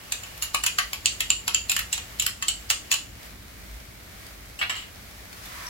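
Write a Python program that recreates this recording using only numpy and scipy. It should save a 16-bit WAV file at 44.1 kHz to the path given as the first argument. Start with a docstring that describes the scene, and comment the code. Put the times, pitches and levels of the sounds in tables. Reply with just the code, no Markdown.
"""Spoon in a glass bowl over a pan

A steel spoon scrapes paste out of a small hand-held glass bowl in a tiled kitchen. Clinks are struck resonances;
the fingers damp the glass, so each is short and the room carries the tail. The smeared paste is a stream of grains.
The bowl knocks and slides on the counter, then a spatula, more grains, pushes through paste in the steel pan.
A gas burner of coloured noise and a faint sizzle of random clicks run underneath."""
import sys
import numpy as np
from scipy import signal
from scipy.fft import rfft, irfft, next_fast_len
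from scipy.io import wavfile

SR = 44100
rng = np.random.default_rng(int(sys.argv[2]) if len(sys.argv) > 2 else 0)


def dump(signal):
    """Clip the signal to [-1, 1] and save it as 16-bit WAV at the path in sys.argv[1]."""
    limited = np.clip(np.atleast_2d(signal).T, -1, 1)
    pcm = np.round(limited * 32767).astype(np.int16)
    wavfile.write(sys.argv[1], SR, pcm)


N = 251193  # scene length in samples
HIT_SIZE = 4096  # length of one contact in samples

# Burner rumble level over time: start_s, level_db
FLAME_LEVEL = [(0, -49.5), (1.4, -46), (2.2, -47), (3.6, -46.5), (4.6, -48), (5.7, -47.5)]
# Burner colours: pitch_hz, level_db
RUMBLE_COLOUR = [(20, -19), (33, -30), (42, -7), (52, 2.5), (63, -3), (85, -5.5), (115, -5.5), (142, -17),
                 (180, -10.5), (240, -15.5), (310, -15.5), (430, -20.5), (900, -62)]
HISS_COLOUR = [(240, -30.5), (400, -7.5), (489, -4.5), (545, -4.5), (645, -2.5), (921, -8), (1090, -6),
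               (1560, -4.5), (2250, -2.5), (2670, -8), (4180, -8.5), (9470, -14.5), (11900, -12),
               (16000, -14.5)]
HISS_DB = -46
# Left-right likeness of the burner noise: pitch_hz, likeness_0_to_1
EAR_LIKENESS = [(40, 1), (90, 0.89), (180, 0.83), (350, 0.29), (700, 0), (16000, 0)]

# Kitchen decay: pitch_hz, t60_s
ROOM_T60 = [(500, 0.17), (1600, 0.2348), (4000, 0.2374), (7500, 0.3264), (14000, 0.1051)]
# Kitchen tone: pitch_hz, level_db
ROOM_COLOUR = [(500, 4), (1500, -0.5), (3000, 2), (5000, 0.5), (7000, -5), (10000, -3.5), (15000, 2)]

# Oil spits in the pan: start_s, level_db
SPITS = [(3.23, -52.5), (3.801, -53.5), (4.266, -49.5), (5.329, -47), (5.457, -46)]
# Wet paste colour: pitch_hz, level_db
PASTE_COLOUR = [(200, -27), (600, -1), (1500, -2), (2500, -5), (5000, -5.5), (7000, -7.5), (16000, -12)]

# The spatula leans into the paste: start_s, level_db
PUSH_LEVEL = [(5.15, -84), (5.32, -50.5), (5.5, -43.5), (5.7, -44)]
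# Damped steel pan resonances: pitch_hz, width_hz, level_db
PAN_MODES = [(690, 170, -8), (984, 120, 1), (1390, 430, -6), (1920, 700, -2)]
# The blade sinks until it rubs the pan; its level is relative to the paste
STEEL_DB, STEEL_TOUCH_S, STEEL_RISE_DB_PER_S = -0.5, 5.58, 70.0

# The bowl lands on the counter: start_s, level_db
KNOCKS = [(4.613, -26), (4.626, -28.5), (4.696, -31)]
# Its foot slides on the stone: start_s, level_db, length_s
SLIDES = [(4.59, -37, 0.018), (4.695, -32.5, 0.013), (4.753, -37.5, 0.045)]
# Dull knock of the thick glass: pitch_hz, level_db
DULL_KNOCK_COLOUR = [(300, -29.5), (600, -15.5), (1000, -8.5), (1400, -6), (1850, 1), (2800, -3),
                     (3600, -10), (4700, -15.5), (6000, -31), (12000, -30)]
# Rocking touches: basic gap, level of the first, loss from each touch to the next
ROCK_GAP_S, ROCK_DB, ROCK_LOSS_DB = 0.024, -39.5, 2.5

# Smeared paste: level at the start, fall as the bowl empties, ring of the bowl relative to the paste
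SMEAR_DB, SMEAR_FALL_DB_PER_S, SMEAR_RING_DB = -53, 1, -1.5
SMEAR_END_S, SMEAR_RELEASE_S = 3.35, 0.2

# Spoon against glass: start_s, strength_db, clack_over_ring_db, edge_bite_db, contact_length_s
CLINKS = [(0.121, -32, -6.5, 1, 0.0029), (0.2337, -44.5, -0.5, -2, .005), (0.377, -55, 4, 14, 0.0014),
          (0.4221, -32.5, -0.5, 9, 0.01), (0.545, -29, 11, 5.5, 0.0023), (0.637, -31, 2, 6, 0.002),
          (0.663, -27, -2, 4.5, 0.0032), (0.785, -27.5, 10.5, 1.5, 0.0046), (0.932, -36.5, 5.5, 7, 0.00076),
          (1.058, -24, -5.5, -9, 0.00043), (1.205, -29.5, 2, 2.5, 0.0021), (1.3029, -24, -8, -16, 0.0003),
          (1.4787, -29, 3.5, 2.5, 0.0015), (1.5456, -25.5, -8.5, -6, 0.0014),
          (1.696, -29.5, -9, 5.5, 0.0024), (1.7163, -31, -3, 6, 0.0022), (1.765, -30, 6, 5, 0.00078),
          (1.791, -35.5, 9, 10, 0.0022), (1.927, -30, -6.5, 0.5, 0.0082), (1.9783, -37.5, 3, -8, .0007),
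          (2.1974, -29, -7, 2, 0.0015), (2.222, -34, -1.5, 3, 0.0019), (2.264, -30.5, 5.5, 10, 0.0011),
          (2.424, -32, 3.5, -2, 0.0026), (2.4825, -27.5, -6, 1, 0.0034), (2.702, -26, 0.5, 4, 0.00077),
          (2.7092, -29.5, -3, -16, 0.00066), (2.9153, -25.5, 1, -0.5, 0.00086),
          (2.924, -28.5, -5.5, -3, .003), (2.94, -33.5, -4, 6, .001)]
# Spoon and bowl resonances, low to high: pitch_hz, width_hz, level_db
SPOON_MODES = [(830, 310, -20), (1143, 230, -3.5), (1327, 660, -2), (1886, 330, -1.5), (2254, 470, -4)]
GLASS_LOW_MODES = [(2693, 160, -2), (2830, 95, -1), (2890, 200, -1.5), (3120, 360, -4)]
GLASS_MID_MODES = [(3630, 410, 0), (4170, 530, 0)]
GLASS_HIGH_MODES = [(7140, 47, -9), (7136, 135, 1), (7540, 390, -6.5), (8350, 100, -19)]
GLASS_TOP_MODES = [(9100, 320, -3), (10420, 840, 0.5), (12900, 140, -2.5), (14000, 910, -6),
                   (15200, 1000, -8)]
# Scratch of an edge on glass or stone: pitch_hz, level_db
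SCRATCH_COLOUR = [(300, -44), (700, -13.5), (2000, -7), (3300, -6), (4200, 1), (5200, -1), (6300, -1.5),
                  (8000, -5), (9200, -13.5), (16000, -10)]
# Clink mix, relative to its strength; thock is the dull body of the clack
CLACK_DB, THOCK_DB, TICK_DB, SCRATCH_DB, LEAD_IN_DB = -7.5, -13.5, -8, -4, -12
LOW_RING_DB, MID_RING_DB, HIGH_RING_DB = -1.67, -9.5, -0.2
LOW_DAMPING, HIGH_DAMPING = 0.051, 0.46  # dB of glass ring lost per dB of clack
SCRATCH_PER_BITE = 0.34  # dB of scratch per dB of bite
LEAD_IN_S = 0.0069


def from_db(db):
    """Turn decibels into linear amplitude gain."""
    return 10 ** (np.asarray(db) / 20)


def rms_one(x):
    """Scale a signal to an rms of 1."""
    return x / np.sqrt(np.mean(x ** 2) + 1e-20)


def at_hz(points, hz):
    """Read a frequency table on a logarithmic pitch axis."""
    table_hz, value = np.transpose(points)
    return np.interp(np.log(np.maximum(hz, 1)), np.log(table_hz), value)


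def coloured(x, spectrum):
    """Shape the tone with a minimum-phase filter, so nothing sounds ahead of its cause."""
    size = 2 * next_fast_len(x.shape[-1])
    gain = from_db(at_hz(spectrum, np.fft.rfftfreq(size, 1 / SR)))
    cepstrum = irfft(np.log(gain))
    # folding the cepstrum onto positive time gives minimum phase
    cepstrum[1:size // 2] *= 2
    cepstrum[size // 2 + 1:] = 0
    response = np.exp(rfft(cepstrum))
    return irfft(rfft(x, size) * response)[..., :x.shape[-1]]


def drift(rate):
    """Wander at random between normal knots of spread 1, with rate knots per second."""
    knots = rng.standard_normal(int(rate * N / SR) + 2)
    return np.interp(np.arange(N) / SR * rate, np.arange(len(knots)), knots)


def contact(length, grit):
    """Force of a first touch, then a dying flurry of tiny slips; length is the decay time in s."""
    t = np.arange(HIT_SIZE) / SR
    force = grit * rng.standard_normal(HIT_SIZE) * np.exp(-t / max(length, 1e-4))
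    force[0] += 1
    return force


def struck(force, modes, spread_db, detune):
    """Ring the modes; grip and touching point shift their pitch and strength on every call."""
    out = 0
    for hz, width, db in modes:
        radius = np.exp(-np.pi * width / SR)
        angle = 2 * np.pi * hz * (1 + detune * rng.normal()) / SR
        ring = signal.lfilter([1, 0, -1], [1, -2 * radius * np.cos(angle), radius ** 2], force)
        gain = from_db(db + spread_db * rng.normal())
        out = out + rms_one(ring) * gain * rng.choice([-1, 1])
    return out


def grains(per_s, spread_db):
    """Scatter random clicks of uneven size and either polarity."""
    size_db = spread_db * np.minimum(rng.exponential(1, N), 5)
    sizes = from_db(size_db) * rng.choice([-1, 1], N)
    return sizes * (rng.random(N) < per_s / SR)


def stereo_noise(spectrum):
    """Diffuse noise, alike in both ears only in the bass."""
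    alike = np.clip(at_hz(EAR_LIKENESS, np.fft.rfftfreq(N, 1 / SR)), 0, 1)
    mid, side = rfft(rng.standard_normal((2, N)))
    pair = np.sqrt(1 + alike) * mid + np.sqrt(1 - alike) * side * [[1], [-1]]
    return rms_one(coloured(irfft(pair, N), spectrum))


def add(track, start_s, sound, db, left_db=0):
    """Place a short sound with scatter off hand and pan; its energy equals 30 ms at the given level."""
    t = np.arange(HIT_SIZE // 4) / SR
    paths = from_db(-17.0) * rng.standard_normal((2, len(t))) * from_db(-60 * t / 0.029)
    paths[:, :1] += 1  # direct sound
    paths[1] = np.pad(paths[1], (12, 0))[:len(t)]  # the right ear is 12 samples farther away
    pair = signal.fftconvolve(sound[None], paths, axes=1)
    energy = np.sum(pair ** 2, axis=1, keepdims=True)
    pair = pair * np.sqrt(0.03 * SR / energy)
    gain = from_db(db + left_db * np.array([[0.5], [-0.5]]))  # left_db is left over right
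    at = int(start_s * SR)
    track[:, at:at + pair.shape[1]] += (gain * pair)[:, :N - at]


def kitchen(x, wet_db):
    """Tiles throw the sound back as a diffuse tail, with its own decay time in each band."""
    t = np.arange(SR // 2) / SR
    hz = np.fft.rfftfreq(len(t), 1 / SR)
    centres = np.geomspace(400, 16000, num=10)
    white = rfft(rng.standard_normal((2, len(t))))
    response = 0
    for own, centre in zip(np.eye(len(centres)), centres):
        band = irfft(white * np.interp(hz, centres, own), len(t))
        decay_db = -60 * t / at_hz(ROOM_T60, centre)
        response = response + band * from_db(at_hz(ROOM_COLOUR, centre) + wet_db + decay_db)
    build_up = np.clip((t - 0.003) / 0.0066, 0, 1)
    return x + signal.fftconvolve(x, response * build_up, axes=1)[:, :N]


def burner():
    """The flame rumbles and hisses as coloured noise; once a low sine swells into a soft thud."""
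    t = np.arange(N) / SR
    thud = from_db(-36.5) * np.sin(2 * np.pi * 53 * t) * np.exp(-((t - 3.745) / 0.04) ** 2)
    hiss = from_db(HISS_DB + 1.5 * drift(8)) * stereo_noise(HISS_COLOUR)
    rumble = from_db(np.interp(t, *np.transpose(FLAME_LEVEL))) * stereo_noise(RUMBLE_COLOUR)
    return rumble + hiss + thud


def sizzle():
    """Tiny bubbles burst in the oil as random clicks, with a louder spit now and then."""
    bubbles = np.array([grains(per_s=300, spread_db=4.2) for ear in range(2)])
    out = from_db(-57.5) * rms_one(coloured(bubbles, PASTE_COLOUR))
    for start_s, db in SPITS:
        spit = coloured(contact(length=0.0025, grit=0.9), [(500, -6), (3000, -3), (16000, -11)])
        add(out, start_s, spit, db)
    return out


def spatula():
    """Wet grains drag under the blade, which sinks to rub the pan's damped modes and squeaks once."""
    t = np.arange(N) / SR
    push_db = np.interp(t, *np.transpose(PUSH_LEVEL), left=-np.inf)  # silent until the first push
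    push = from_db(push_db + 2.1 * drift(29.96))
    drag = np.array([grains(per_s=5000, spread_db=-1.0) for ear in range(2)])
    paste = rms_one(coloured(drag, PASTE_COLOUR))
    steel_db = STEEL_DB - STEEL_RISE_DB_PER_S * np.maximum(STEEL_TOUCH_S - t, 0)
    ring = np.array([struck(d, PAN_MODES, spread_db=0.5, detune=0.004) for d in drag])
    out = push * (paste + from_db(steel_db) * rms_one(ring))
    squeak_modes = [(4660, 410, 1), (5550, 450, -5)]
    squeak = struck(contact(length=0.0028, grit=0.8), squeak_modes, spread_db=5, detune=0.005)
    add(out, 5.668, squeak, -41)
    return out


def rocking(count):
    """Ever weaker touches as the bowl rocks after its last knock, as rows of start_s, level_db."""
    k = np.arange(count)
    start_s = KNOCKS[-1][0] + ROCK_GAP_S * (k + 1 + rng.uniform(-0.18, 0.27, count))
    return list(zip(start_s, ROCK_DB - ROCK_LOSS_DB * k))


def bowl_set_down():
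    """The thick base knocks dully on stone and rocks to rest; short slides make the glass ring."""
    out = np.zeros((2, N))
    for start_s, db in KNOCKS + rocking(count=8):
        add(out, start_s, coloured(contact(length=0.0081, grit=0.18), DULL_KNOCK_COLOUR), db)
    for start_s, db, length in SLIDES:
        force = contact(length, grit=0.38)
        low_ring = struck(force, GLASS_LOW_MODES, spread_db=4.0, detune=0.022)
        body = struck(force, SPOON_MODES, spread_db=1.0, detune=0.037)  # shares the spoon's modes
        high_ring = struck(force, GLASS_HIGH_MODES, spread_db=10, detune=0.0064)
        add(out, start_s, low_ring, db)
        add(out, start_s, body, db - 6.5)
        add(out, start_s, high_ring, db - 6.5, left_db=-4)
        add(out, start_s, coloured(force, SCRATCH_COLOUR), db - 5.5)
    return out


def smear():
    """Soft paste drags in fits and starts, barely stirring the glass, until the spoon is lifted out."""
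    t = np.arange(N) / SR
    touching = np.clip((SMEAR_END_S - t) / SMEAR_RELEASE_S, 0, 1)
    push = touching * from_db(SMEAR_DB - SMEAR_FALL_DB_PER_S * t + 2.1 * drift(24.45))
    drag = np.array([grains(per_s=2000, spread_db=2.0) for ear in range(2)])
    modes = SPOON_MODES + GLASS_LOW_MODES + GLASS_HIGH_MODES
    ring = np.array([struck(d, modes, spread_db=2.5, detune=0.005) for d in drag])
    paste = rms_one(coloured(drag, PASTE_COLOUR))
    return push * (from_db(SMEAR_RING_DB) * rms_one(ring) + paste)


def spoon_on_glass():
    """A pressed spoon clacks and damps the glass, a free tap lets it ring; a biting edge ticks and scratches."""
    out = np.zeros((2, N))
    for start_s, db, clack_db, bite_db, length in CLINKS:
        force = contact(length, grit=0.32)
        clack = struck(force, SPOON_MODES, spread_db=1.5, detune=0.023)
        low_ring = struck(force, GLASS_LOW_MODES, spread_db=0.5, detune=0.02)
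        mid_ring = struck(force, GLASS_MID_MODES, spread_db=3.0, detune=0.041)
        high_ring = struck(force, GLASS_HIGH_MODES, spread_db=6, detune=0.008)
        tick = struck(force, GLASS_TOP_MODES, spread_db=4.5, detune=0.0084)
        low_db = db - LOW_DAMPING * clack_db
        high_db = db - HIGH_DAMPING * clack_db
        add(out, start_s, clack, db + CLACK_DB + clack_db, left_db=1.0)
        add(out, start_s, coloured(force, DULL_KNOCK_COLOUR), db + THOCK_DB + clack_db)
        add(out, start_s, low_ring, low_db + LOW_RING_DB, left_db=1.5)
        add(out, start_s, mid_ring, high_db + MID_RING_DB, left_db=-1.0)
        add(out, start_s, high_ring, high_db + HIGH_RING_DB, left_db=-3.0)
        add(out, start_s, tick, db + TICK_DB + bite_db, left_db=-2.0)
        edge_db = db + SCRATCH_PER_BITE * bite_db
        scratch = coloured(contact(length, grit=1.0), SCRATCH_COLOUR)
        add(out, start_s, scratch, edge_db + SCRATCH_DB, left_db=-2.5)
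        # a short, faint swell of noise leads into each clink: a contact reversed in time
        lead_in_force = contact(LEAD_IN_S, grit=1)[:HIT_SIZE // 8][::-1]
        lead_in = coloured(lead_in_force, SCRATCH_COLOUR)
        add(out, start_s - len(lead_in) / SR, lead_in, edge_db + LEAD_IN_DB)
    return out


def scene():
    """The handling and sizzle sound through the kitchen; the burner is added without its tail."""
    handling = sizzle() + spatula() + bowl_set_down() + smear() + spoon_on_glass()
    return burner() + kitchen(handling, wet_db=-30.0)


def record(dry):
    """The sharpest peaks are rounded, and the top of the band is cut steeply."""
    rounded = dry / (1 + (dry / 0.9) ** 6) ** (1 / 6)
    # order 12, 0.1 dB ripple, 80 dB stopband, cutoff in Hz
    top_cut = signal.ellip(12, 0.1, 80, 15900, fs=SR, output="sos")
    return signal.sosfilt(top_cut, rounded)


dry = scene()
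out = record(dry)
dump(out)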